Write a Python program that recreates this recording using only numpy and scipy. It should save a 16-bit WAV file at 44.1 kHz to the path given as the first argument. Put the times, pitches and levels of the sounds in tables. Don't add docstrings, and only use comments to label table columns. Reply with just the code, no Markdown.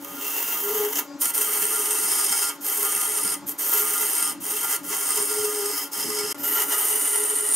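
import sys
import numpy as np
from scipy import signal
from scipy.fft import rfft, irfft, next_fast_len
from scipy.io import wavfile
from scipy.ndimage import uniform_filter1d

SR = 44100
rng = np.random.default_rng(int(sys.argv[2]) if len(sys.argv) > 2 else 0)


def level_to_linear(level):
    exponent = np.asarray(level, float) / 20
    return 10 ** exponent


def to_wav(s):
    ch = np.atleast_2d(s).T
    pcm = np.round(np.clip(ch, -1, 1) * 32767)
    wavfile.write(sys.argv[1], SR, pcm.astype(np.int16))


N = 332955
T = np.arange(N) / SR
LONG = next_fast_len(N)
HZ = np.fft.rfftfreq(LONG, 1 / SR)
BREAK_S, RESUME_S = 6.328, 6.3445
BLADE_EDGE_DB = 12


def evened(x):
    return x / np.sqrt(np.mean(x ** 2) + 1e-20)


def filtered(x, response):
    return irfft(rfft(x, LONG) * response, LONG)[..., :N]


def coloured(x, response):
    return evened(filtered(x, response))


def below(hz, steepness):
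    return 1 / (1 + (HZ / hz) ** steepness)


def above(hz, steepness):
    return 1 / (1 + (hz / (HZ + 1)) ** steepness)


def shape(points):
    hz, db = np.transpose(points)
    return level_to_linear(np.interp(np.log(HZ + 1), np.log(hz + 1), db))


def modes(table):
    total = 0
    for k, (hz, width_hz, db) in enumerate(table):
        damping = 1j * width_hz * HZ
        total = total + (-1) ** k * level_to_linear(db) * damping / (hz ** 2 - HZ ** 2 + damping)
    return total


def resonate(x, hz, width_hz):
    turn = np.exp(2j * np.pi * np.cumsum(hz * np.ones(N)) / SR)
    r = np.exp(-np.pi * width_hz / SR)
    return evened((turn * signal.lfilter([1 - r], [1, -r], x / turn)).real)


def drift(top_hz):
    return coloured(rng.standard_normal(N), below(top_hz, 4))


def decaying(x, decay_s):
    return signal.lfilter([1], [1, -np.exp(-1 / (decay_s * SR))], x)


def bumps_db(rows, power=2):
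    return sum(db * np.exp(-((T - s) / half) ** power) for s, half, db in rows)


def humps(rows, edge_db):
    power = 0
    for middle, half, db, *_ in rows:
        away = np.minimum(abs(T - middle) / half, 3)
        power = power + level_to_linear(db - edge_db * away ** 2.65) ** 2
    return np.sqrt(power)


# hz, level_db
OVERTONES = [(568, -56.5), (855.9, -60.5), (1098, -67), (1400, -63)]
# hz, density_db_per_hz
MOTOR_NOISE = [(200, -10.5), (330, 6.5), (500, -18), (850, -1.5), (1400, -9.5), (2500, -15), (4000, -17.5),
               (7300, -13.5), (8500, -26), (11000, -43), (15700, -38)]
# middle_s, half_s, whine_db
FREE = [(0.05, 0.26, -39), (0.9, 0.07, -40.5), (1.12, 0.093, -36), (1.36, 0.035, -39.5), (2.6, 0.079, -42),
        (3.24, 0.036, -43), (3.45, 0.057, -41), (3.6, 0.14, -43), (4.38, 0.086, -46), (4.84, 0.036, -38),
        (5.28, 0.055, -44), (5.88, 0.56, -47), (6.39, 0.047, -31.5), (6.49, 0.051, -37),
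        (6.68, 0.025, -38.5), (7.04, 0.028, -42), (7.5, 0.14, -46.5)]


def motor():
    whine_hz, loaded_db = 286.4, -51
    whine_db = 20 * np.log10(np.hypot(level_to_linear(loaded_db + 2.2 * drift(2.9)), humps(FREE, edge_db=5.5)))
    turned_s = np.cumsum(1 + 0.0036 * drift(3.66)) / SR
    whine = np.sqrt(2) * np.cos(2 * np.pi * whine_hz * turned_s)
    sound = level_to_linear(whine_db - 4.5 + 3.8 * drift(25.0)) * whine
    noise = rng.standard_normal((2, N))
    for hz, db in OVERTONES:
        sound = sound + level_to_linear(db + 0.78 * (whine_db + 42)) * resonate(noise[0], hz, 24)
    squeaking = (T > 1.078) & (T < 1.143)
    sound = sound + level_to_linear(-56) * squeaking * resonate(noise[0], 4845, 25)
    return sound + level_to_linear(-48.5) * coloured(noise, shape(MOTOR_NOISE))


# hz, density_db_per_hz
THUD = [(20, -36), (45, -29), (70, -22), (110, -10.5), (160, 0), (230, -2), (340, 3.5), (480, -50)]
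# middle_s, half_s, change_db
SHIFTS = [(0.037, 0.18, 7), (0.324, 0.087, -12), (0.673, 0.12, 7.5), (2.118, 0.067, 8), (2.314, 0.014, 13),
          (2.44, 0.073, -22), (3.015, 0.17, -1.5), (3.34, 0.11, 8), (3.486, 0.028, 10), (3.778, 0.079, -7),
          (4.173, 0.068, -7), (4.363, 0.14, 10), (4.88, 0.049, 9.5), (5.203, 0.021, 12), (5.606, 0.087, -2),
          (6.078, 0.059, 12), (6.301, .25, 7.5), (6.824, 0.081, -12), (6.97, 0.067, 4.5),
          (7.251, 0.17, -38)]
# time_s, level_db
KNOCKS = [(.262, 5), (.353, 7), (.802, 2), (1.148, 7), (1.628, 10), (1.895, 11), (2.56, 2), (3.249, 10),
          (3.707, 10), (3.837, 10), (4.308, 7), (4.689, 15), (5.401, 11), (5.744, 4), (5.914, 2),
          (5.984, 11), (6.09, 9.5), (6.401, 5), (6.485, 7), (6.985, 2), (7.408, 8)]


def thuds():
    thud_db, knock_s, deep_hz, deep_rest_db, deep_lumps_db = -57, .014, 150, -2, 1.5
    shift_db = bumps_db(SHIFTS, power=4)
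    knock_db = bumps_db([(s, knock_s, db) for s, db in KNOCKS])
    lumps = drift(6.7)
    sound = coloured(rng.standard_normal((2, N)) * level_to_linear(2.8 * drift(25.0)), shape(THUD))
    deep = filtered(sound, below(deep_hz, 8))
    deep_db = np.minimum(deep_rest_db + deep_lumps_db * lumps + knock_db, 3)
    sound = sound + (level_to_linear(deep_db) - 1) * deep
    return level_to_linear(thud_db + shift_db + knock_db + 1.9 * lumps) * sound


# start_s, leaving_s, clear_s, biting_s, drop_db
LIFTS = [(-0.1, .01, 0.086, 0.039, -11), (0.86, 0.013, 0.075, 0.015, -5.5), (1.0, 0.084, 0.095, 0.046, -42),
         (1.259, 0.0065, 0.039, .015, -2.5), (1.307, 0.012, 0.013, 0.012, -17),
         (2.496, 0.044, 0.046, 0.1, -22), (2.562, .01, .03, .014, -16), (3.54, .012, .022, .006, -5),
         (4.335, 0.011, 0.051, 0.01, -23), (4.79, 0.014, 0.025, .004, -12),
         (5.876, 0.025, 0.01, 0.0085, -25), (6.345, .003, 0.027, .01, -8),
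         (3.344, 0.061, 0.052, 0.017, -33), (3.425, 0.012, 0.023, 0.013, -5),
         (3.46, 0.0041, 0.12, 0.013, -6.5), (3.522, 0.025, 0.027, 0.012, -34),
         (4.307, 0.06, 0.0087, 0.13, -18.5), (4.767, 0.016, .01, 0.13, -25),
         (5.84, 0.044, 0.0088, 0.082, -12), (5.72, 0.018, 0.0083, 0.024, 0.5),
         (6.326, 0.0047, 0.029, 0.039, -22), (6.332, 0.0051, 0.09, 0.022, -8.5),
         (6.63, 0.019, 0.032, 0.048, -5.5), (7.541, 0.017, 0.074, 0.12, 7)]


def lifted():
    leave_curve, bite_curve = 0.78, 1.76
    total_db = 0
    for start, leaving, clear, biting, db in LIFTS:
        off = np.clip((T - start) / leaving, 0, 1) ** leave_curve
        still_off = np.clip(1 - (T - start - leaving - clear) / biting, 0, 1) ** bite_curve
        total_db = total_db + db * off * still_off
    return total_db


# time_s, peak_db
DIGS = [(.9222, -25), (0.9518, -21), (0.9676, -20), (1.213, -19), (1.225, -22), (1.247, -24), (1.3473, -22),
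        (1.62, -22), (2.6145, -30), (2.6413, -20), (3.1726, -21), (3.473, -34), (3.5845, -22),
        (4.4039, -23), (4.4267, -24), (4.8404, -15), (5.9264, -29), (6.311, -21), (6.4378, -22),
        (6.4756, -21), (7.0687, -22), (7.172, -23), (7.3835, -25)]
# middle_s, half_s, level_db
SURGES = [(0.048, 0.0033, 7), (0.223, 0.008, 4.5), (0.265, 0.0192, 2.0), (0.385, 0.014, 3.1),
          (0.53, 0.0243, 3), (0.688, 0.0067, 2.5), (0.931, 0.0056, 7), (0.99, 0.0049, 3.8),
          (1.216, 0.0082, 3), (1.258, 0.0041, 3), (1.42, 0.0083, 5), (1.536, 0.017, 2.5),
          (1.721, 0.0055, 1), (1.766, 0.0096, 1), (1.91, 0.005, 2.5), (2.088, 0.0039, 2),
          (2.118, 0.016, 1.5), (2.247, 0.0052, 1.5), (2.323, 0.0078, 3), (2.37, 0.009, 3.5),
          (2.427, 0.0069, 5.5), (2.445, 0.0082, 4), (2.678, 0.0217, 1.5), (2.81, 0.017, 2.0),
          (2.85, 0.01, 4), (2.967, 0.0036, 4), (3.007, 0.0097, 2), (3.278, 0.0068, 2.5),
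          (3.331, 0.079, -0.5), (3.49, 0.0087, 6), (3.735, 0.0093, 5), (3.786, 0.021, 3.5),
          (3.864, 0.0048, -3), (3.944, 0.0073, 1.5), (4.075, 0.007, -1), (4.226, 0.0053, 4),
          (4.51, 0.013, 2.1), (4.645, 0.006, 3), (4.72, 0.034, 4.0), (5.159, 0.0062, 2), (5.176, 0.0044, 7),
          (5.286, 0.0089, -0.5), (5.361, 0.0082, -1), (5.452, 0.0069, 3), (5.66, 0.0038, 5),
          (5.774, 0.0036, 0), (5.783, 0.015, 3.5), (6.003, 0.0101, 4), (6.114, 0.0054, -4),
          (6.196, 0.014, 2), (6.311, 0.0053, 2.8), (6.47, 0.004, 1), (6.967, 0.0076, 0.5),
          (7.105, 0.0073, 1), (7.254, 0.0076, 2.5), (7.42, 0.015, -2.5), (7.471, 0.012, 1.5),
          (7.543, 0.0063, 4.5)]


def tearing():
    snaps_per_s, fray_s, chip_over_db, chip_s, chip_share = 1200, 0.00054, 13.0, .0012, .8
    dig_rise_s, dig_fall_s = .004, 0.008
    grain = level_to_linear(0.11 * drift(60.0) + 0.25 * drift(130.0)) * level_to_linear(bumps_db(SURGES))
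    snaps = level_to_linear(4.0 * np.minimum(rng.exponential(1, N), 3.3)) * (rng.random(N) < snaps_per_s / SR)
    burst = decaying(snaps, fray_s)
    dig = 1 + chip_share * decaying(snaps > level_to_linear(chip_over_db), chip_s)
    for s, db in DIGS:
        rise = np.clip((T - s) / dig_rise_s, 0, 1)
        dig += level_to_linear(db + 19.5) * rise * np.exp(-np.clip(T - s, 0, 1) / dig_fall_s)
    return dig * grain * np.sqrt(1 + 0.11 * evened(burst) ** 2)


# start_s, swing_from, swing_to, low_mode_from_db, low_mode_to_db
PASSES = [(0.0, -0.47, .15, 5, -3), (1.15, 0.074, 0.44, 14.5, 13), (1.9, 0.56, 1.05, 13, 10.5),
          (2.58, 0.15, 0.99, 9, 16.5), (3.42, 0.17, 0.11, 11, 8), (3.85, .1, 0.98, 12.5, 14.5),
          (4.39, 0.31, 0.62, 14, 6.5), (4.82, 0.31, 0.53, 4, 12), (5.05, 0.65, 0.79, 13.5, 8.5),
          (5.72, 0.29, 0.46, 3, -11), (5.9, 0.25, 2.4, 6.5, 2), (6.34, 0.36, 0.4, 5, 16.5),
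          (6.7, 0.55, 0.9, 14, 26)]


def swing():
    start, swing_from, swing_to, db_from, db_to = np.transpose(PASSES)
    k = np.clip(np.searchsorted(start, T, "right") - 1, 0, None)
    done = (T - start[k]) / np.diff(np.append(start, N / SR))[k]
    buried = swing_from[k] + (swing_to - swing_from)[k] * done
    return buried, db_from[k] + (db_to - db_from)[k] * done


# hz, density_db_per_hz
FIBRES = [(2000, -55), (3450, -13), (3650, -8), (3880, -10), (4150, -16), (4500, -16.5), (5000, -1),
          (8000, 0), (9000, 3.5), (10200, 1), (12000, -3.5), (13600, 3.5), (15700, -20)]
# hz, width_hz, level_db
STEEL = [(6080, 60, -9), (6450, 60, -8), (6610, 70, -7), (7000, 36, -9), (7220, 60, -8), (7400, 30, -8),
         (8930, 370, -11), (10800, 100, -3), (11350, 110, -4), (11590, 60, -3), (12650, 400, -8),
         (14800, 280, -3), (15600, 120, -6)]


def fibre_hiss(air, steel, buried):
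    bright_db = 14 - 28 * np.maximum(buried, 0) ** 0.78
    hiss = coloured(air, shape(FIBRES)) + level_to_linear(3.0) * coloured(steel, modes(STEEL) * (HZ > 3000))
    top = filtered(hiss, above(12500, 16))
    return hiss + (level_to_linear(0.3 * bright_db - 2.0) - 1) * top


# middle_s, half_s, level_db, from_hz, to_hz
GLIDES = [(0.065, 0.19, 10, 12400, 12700), (.4, 0.46, 4, 15100, 14400), (.62, 0.37, 13.5, 14200, 12700),
          (1.25, 0.13, 3, 13000, 12900), (1.5, 0.17, 11.5, 12600, 11900), (1.85, 0.2, 1, 12200, 11500),
          (2.552, .05, 3, 12900, 13000), (2.72, 0.15, 10, 13000, 11900), (3.0, 0.17, -9, 12200, 12100),
          (3.494, 0.091, 14.5, 12900, 13100), (3.73, 0.1, 15.5, 13050, 12600),
          (4.026, 0.12, 9.5, 12400, 12670), (4.549, 0.2, 8, 12900, 12400), (4.87, .06, 0, 13300, 13100),
          (6.395, .03, 3, 13100, 13200), (6.498, 0.094, 11, 13500, 12800), (6.7, 0.24, 9.5, 13000, 12600)]


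def whistles(edge):
    out = np.zeros((2, N))
    for middle, half, db, hz_from, hz_to in GLIDES:
        hz = np.interp(T, [middle - half, middle + half], [hz_from, hz_to])
        out += humps([(middle, half, db)], edge_db=4.5) * resonate(edge, hz, 520)
    return out


# middle_s, half_s, level_db
FLUTE = [
    (1.85, 0.43, 5),
    (2.3, .3, -10),
    (3.05, 0.34, 6.5),
    (4.1, 0.18, 7),
    (4.6, 0.3, -7),
    (5.3, .4, -10),
    (6.0, 0.2, -8),
    (7.25, 0.36, 5.5),
]
# middle_s, half_s, level_db
SHANK = [
    (0.3, .5, -15),
    (2.35, 0.34, 1.5),
    (3.3, 0.11, 2),
    (4.25, 0.16, -0.5),
    (4.7, 0.12, -16),
    (5.3, 0.32, 0),
    (5.78, 0.25, 5),
    (6.17, 0.29, 6.5),
]


def blade_ring(air, edge, buried, low_db, lift_db):
    roll_hz = bumps_db([(5.97, 0.6, 420)]) * (T < RESUME_S)
    low_hz = 9207 - 330 * buried + 200 * (T > RESUME_S) - roll_hz
    blade = level_to_linear(low_db + .55 * lift_db) * resonate(edge, low_hz, 330) + whistles(edge)
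    blade = blade + humps(FLUTE, BLADE_EDGE_DB) * resonate(air, 11260, 190)
    return blade + humps(SHANK, BLADE_EDGE_DB) * resonate(edge, 5186, 165)


# hz, width_hz, level_db
BODY = [(797, 45, -3), (943.5, 44, 0.5), (1092, 15.4, -1), (1229.5, 12.2, 7), (1390, 8.6, 9.5),
        (1640, 30, -4), (2033, 35.5, 2.5), (2236, 16.5, 0.5), (2690, 48, -0.5), (2920, 59, -4),
        (3162, 35, 3.5), (4434, 17, -2)]
# hz, width_hz, level_db
BODY_MOVED = [(843, 33, -2.5), (918, 46, -4.5), (982, 25, -2.5), (1253, 11, 5), (1383, 9.6, 12.5),
              (1550, 36, -8), (1720, 46, -5), (1895, 50, 3.5), (2030, 28, 9), (2267, 19, 1), (2670, 23, -3),
              (2894, 39, 3.5), (3140, 23, 1), (4470, 70, -17)]
# hz, density_db_per_hz
BODY_WASH = [(71, -63), (120, -32), (410, 10.5), (484, -4), (1360, 2), (2010, 3.5), (2450, -21), (3080, 1),
             (3430, -41), (4500, -36), (5850, -87), (9900, -120)]


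def blank_and_rest(air, steel, edge):
    rings = np.where(T < RESUME_S, coloured(steel, modes(BODY)), coloured(steel, modes(BODY_MOVED)))
    flare = humps([(.38, .22, 8)], BLADE_EDGE_DB) * resonate(edge, 2730, 60)
    return coloured(air, shape(BODY_WASH)) + level_to_linear(7.0) * rings + flare


# time_s, hiss_db, body_over_hiss_db
PRESSURE = [(0.0, -50.5, -2), (0.17, -45, -1.5), (0.3, -36.5, -7.5), (0.85, -35, -1.5), (1.0, -33, -6.5),
            (1.5, -37.5, 1.5), (2.15, -33, -3), (2.8, -36, 0), (3.3, -37, -1), (3.62, -37, -1.5),
            (3.78, -35, -0.5), (4.6, -37.5, 0), (5.2, -34.5, -1.5), (5.5, -37, -1.5), (6.3, -37, -0.5),
            (6.6, -34.5, 2.5), (6.9, -33.5, 0.5), (7.55, -42.5, 3)]
# middle_s, half_s, change_db
PLOUGH = [(.3, .12, 0.5), (0.636, .04, -3.5), (0.977, 0.043, 3), (2.15, 0.06, 1), (2.524, 0.047, 3),
          (2.73, 0.2, -2), (3.49, 0.033, -3.5), (4.348, 0.018, -2), (4.86, .04, -1), (4.93, 0.025, 5),
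          (5.264, 0.016, -5.5), (5.78, 0.023, -1.5), (5.85, 0.023, -2), (6.41, .03, 1.5),
          (6.595, 0.046, 5.5), (6.729, 0.024, 5)]
# hz, gain_db
LIGHT = [(1000, 3.5), (2200, 0.5), (2400, -5), (2730, 2), (3150, 2.5), (5200, -4), (6300, -1), (8500, -4.5),
         (11000, -4), (12300, -4), (15000, -3.5)]
# hz, gain_db
MOVED = [(300, -3), (1000, 2.5), (2000, -5), (2900, 0.5), (5200, -3.5), (7000, -2), (10000, -3),
         (11000, -0.5), (13500, 0.5), (14800, 2), (15700, -5)]


def cut(lift_db):
    ring_s, plough_hz, light_until_s = 0.012, 7500, 1.1
    time_s, hiss_db, body_db = np.transpose(PRESSURE)
    force = level_to_linear(np.interp(T, time_s, hiss_db) + lift_db + 0.5 * drift(14.4))
    fade = np.exp(-1 / (ring_s * SR))
    shaking = np.sqrt(signal.lfilter([1 - fade], [1, -fade], force ** 2))
    shaking = shaking * level_to_linear(np.interp(T, time_s, body_db) - 7.5)
    buried, low_db = swing()
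    air, steel, edge = tearing() * rng.standard_normal((3, 2, N))
    hiss = fibre_hiss(air, steel, buried)
    blade = blade_ring(air, edge, buried, low_db, lift_db)
    near = force * (level_to_linear(3.0) * hiss + level_to_linear(-5.0) * blade) + shaking * blank_and_rest(air, steel, edge)
    near = near + (level_to_linear(bumps_db(PLOUGH)) - 1) * filtered(near, below(plough_hz, 12))
    notch_hz, notch_width_hz, notch_db = 3900, 160, -8
    away, damping = notch_hz ** 2 - HZ ** 2, 1j * notch_width_hz * HZ
    near = filtered(near, (away + level_to_linear(notch_db) * damping) / (away + damping))
    near = np.where(T < light_until_s, filtered(near, shape(LIGHT)), near)
    return np.where(T < RESUME_S, near, filtered(near, shape(MOVED)))


# middle_s, half_s, level_db, pitch_hz
SONGS = [(0.662, 0.031, -36, 415), (0.773, 0.097, -29, 415.7), (0.83, 0.039, -28.5, 413),
         (0.916, 0.026, -44, 422), (1.424, 0.097, -42.5, 422.4), (1.762, 0.3, -43.5, 426),
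         (2.819, 0.047, -38.5, 414), (3.787, .06, -40.5, 423), (4.543, 0.018, -41, 424),
         (4.916, 0.018, -39, 412), (5.182, 0.01, -33, 414), (5.224, 0.02, -35, 416.7),
         (5.311, 0.038, -37.5, 419), (5.393, 0.035, -32.5, 421.6), (5.448, 0.017, -29, 420),
         (5.487, 0.014, -31, 415.5), (5.564, 0.12, -36, 425.5), (5.626, 0.06, -32.5, 409.5),
         (5.704, 0.0082, -31, 417.4), (6.09, 0.064, -39, 426), (6.215, 0.081, -36.5, 418.5),
         (6.586, 0.024, -37, 425), (6.846, 0.17, -40.5, 424.5), (7.199, 0.041, -36, 416.3),
         (7.272, 0.059, -41, 417.8), (7.385, 0.064, -40.5, 420)]


def chatter(lift_db):
    chatter_hz, width_hz, shaft_hz, beat_top_s = 419, 26, 19.5, .763
    hum_db = -47.5 + 0.78 * uniform_filter1d(lift_db, size=2000)
    hum = level_to_linear(hum_db - 24 * np.exp(-T / 0.049) + 2.0 * drift(1.7))
    level = np.hypot(hum, humps(SONGS, edge_db=6.5))
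    level_db = 20 * np.log10(level)
    middle, _, _, pitch_hz = np.transpose(SONGS)
    waver = drift(6.06)
    hz = np.interp(T, middle, pitch_hz) + 3.094 * waver
    ring = resonate(rng.standard_normal((2, N)), chatter_hz, width_hz)
    ring = resonate(ring, chatter_hz, 44)
    turn = 2 * np.pi * np.cumsum(hz) / SR
    beat = 0.15 + 0.9 * (T > 0.7) * (T < 0.81)
    tone = np.cos(turn) + beat * np.cos(turn + 2 * np.pi * shaft_hz * (T - beat_top_s))
    tone = tone + level_to_linear(level_db + 13.5) * np.cos(2 * turn)
    locked = np.clip((level_db + 47.5) / 12, 0, .96)
    mix = np.sqrt(1 - locked ** 2) * ring + locked * tone * np.sqrt(2 / (1 + beat ** 2))
    return level * level_to_linear(.7 * waver[::-1] - 1.5) * mix


def workshop(x):
    decay_s, gap_s = .18, .003
    t = np.arange(SR // 4) / SR
    tail = rng.standard_normal((2, len(t))) * level_to_linear(-60 * t / decay_s) * (t > gap_s)
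    return signal.fftconvolve(x, tail / np.linalg.norm(tail[0]), axes=1)[:, :N]


# hz, under_direct_db
WIDTH = [(60, -20), (150, -1), (300, -16), (450, -10.5), (1000, -11), (1700, -9), (2400, -5.5),
         (3100, -10.5), (4000, -2), (5200, -8.5), (6300, -16), (7900, -8.5), (9000, -17), (10100, -8),
         (11400, -13), (14100, -11.5), (15500, -12)]
# hz, left_lead_rad
LEAD = [(0, -.08), (1000, 0), (2400, -.25), (3100, -.25), (3800, -.12), (4500, -.3), (5900, -.05),
        (6600, .03), (7900, .45), (9000, .67), (11400, .54), (14500, .47), (16300, .1)]


def scene():
    lift_db = lifted()
    small_parts = motor() + cut(lift_db) + chatter(lift_db)
    dry = filtered(small_parts, above(210, 6)) + thuds()
    direct, diffuse = dry + level_to_linear(-8.5) * workshop(0.76 * dry + 0.5 * dry[::-1])
    step = level_to_linear(-0.3 * (HZ > 5500)) * np.exp(.5j * np.interp(HZ, *np.transpose(LEAD)))
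    diffuse = filtered(diffuse, shape(WIDTH))
    return np.array([filtered(direct, step) + diffuse, filtered(direct, 1 / step) - diffuse])


def roll_off(x):
    return signal.sosfilt(signal.butter(12, 15850, fs=SR, output="sos"), x)


# middle_s, half_s, gain_db
GATED = [(0.405, 0.017, -11.0), (0.859, 0.031, -18.0), (1.453, 0.032, -16.0), (1.576, 0.027, -14),
         (1.695, 0.015, -17.0), (1.835, 0.019, -10), (2.079, 0.014, -15.0), (2.255, 0.044, -17.0),
         (2.441, 0.052, -14.0), (2.729, 0.029, -8.0), (3.168, 0.049, -18.0), (3.723, 0.038, -17),
         (3.865, 0.02, -10), (4.164, 0.054, -19.0), (5.567, 0.036, -18.0), (5.786, 0.03, -17.0),
         (6.589, 0.027, -20), (6.759, 0.021, -13.0), (6.888, 0.02, -12.0), (7.225, 0.13, -9),
         (7.176, 0.024, -17), (7.518, 0.012, -17.0)]


def record(dry):
    ceiling, gate_hz, edge_hz = .75, 185, 15750
    rolloff = signal.butter(N=2, Wn=30, btype="high", fs=SR, output="sos")
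    kept = signal.sosfilt(rolloff, ceiling * np.tanh(dry / ceiling))
    gate_db = bumps_db(GATED, power=4)
    kept = kept + (level_to_linear(gate_db) - 1) * filtered(kept, below(gate_hz, 10))
    smear = level_to_linear(-20 - 1300 * np.clip(T - BREAK_S, 0, 1))
    kept = kept * np.where((T > BREAK_S) & (T < RESUME_S), smear, 1)
    edge = signal.firwin(numtaps=1501, cutoff=edge_hz, window=("kaiser", 10), fs=SR)
    kept = signal.oaconvolve(kept, edge[None], "same", axes=1)
    return roll_off(kept)


dry = scene()
out = record(dry)
to_wav(out)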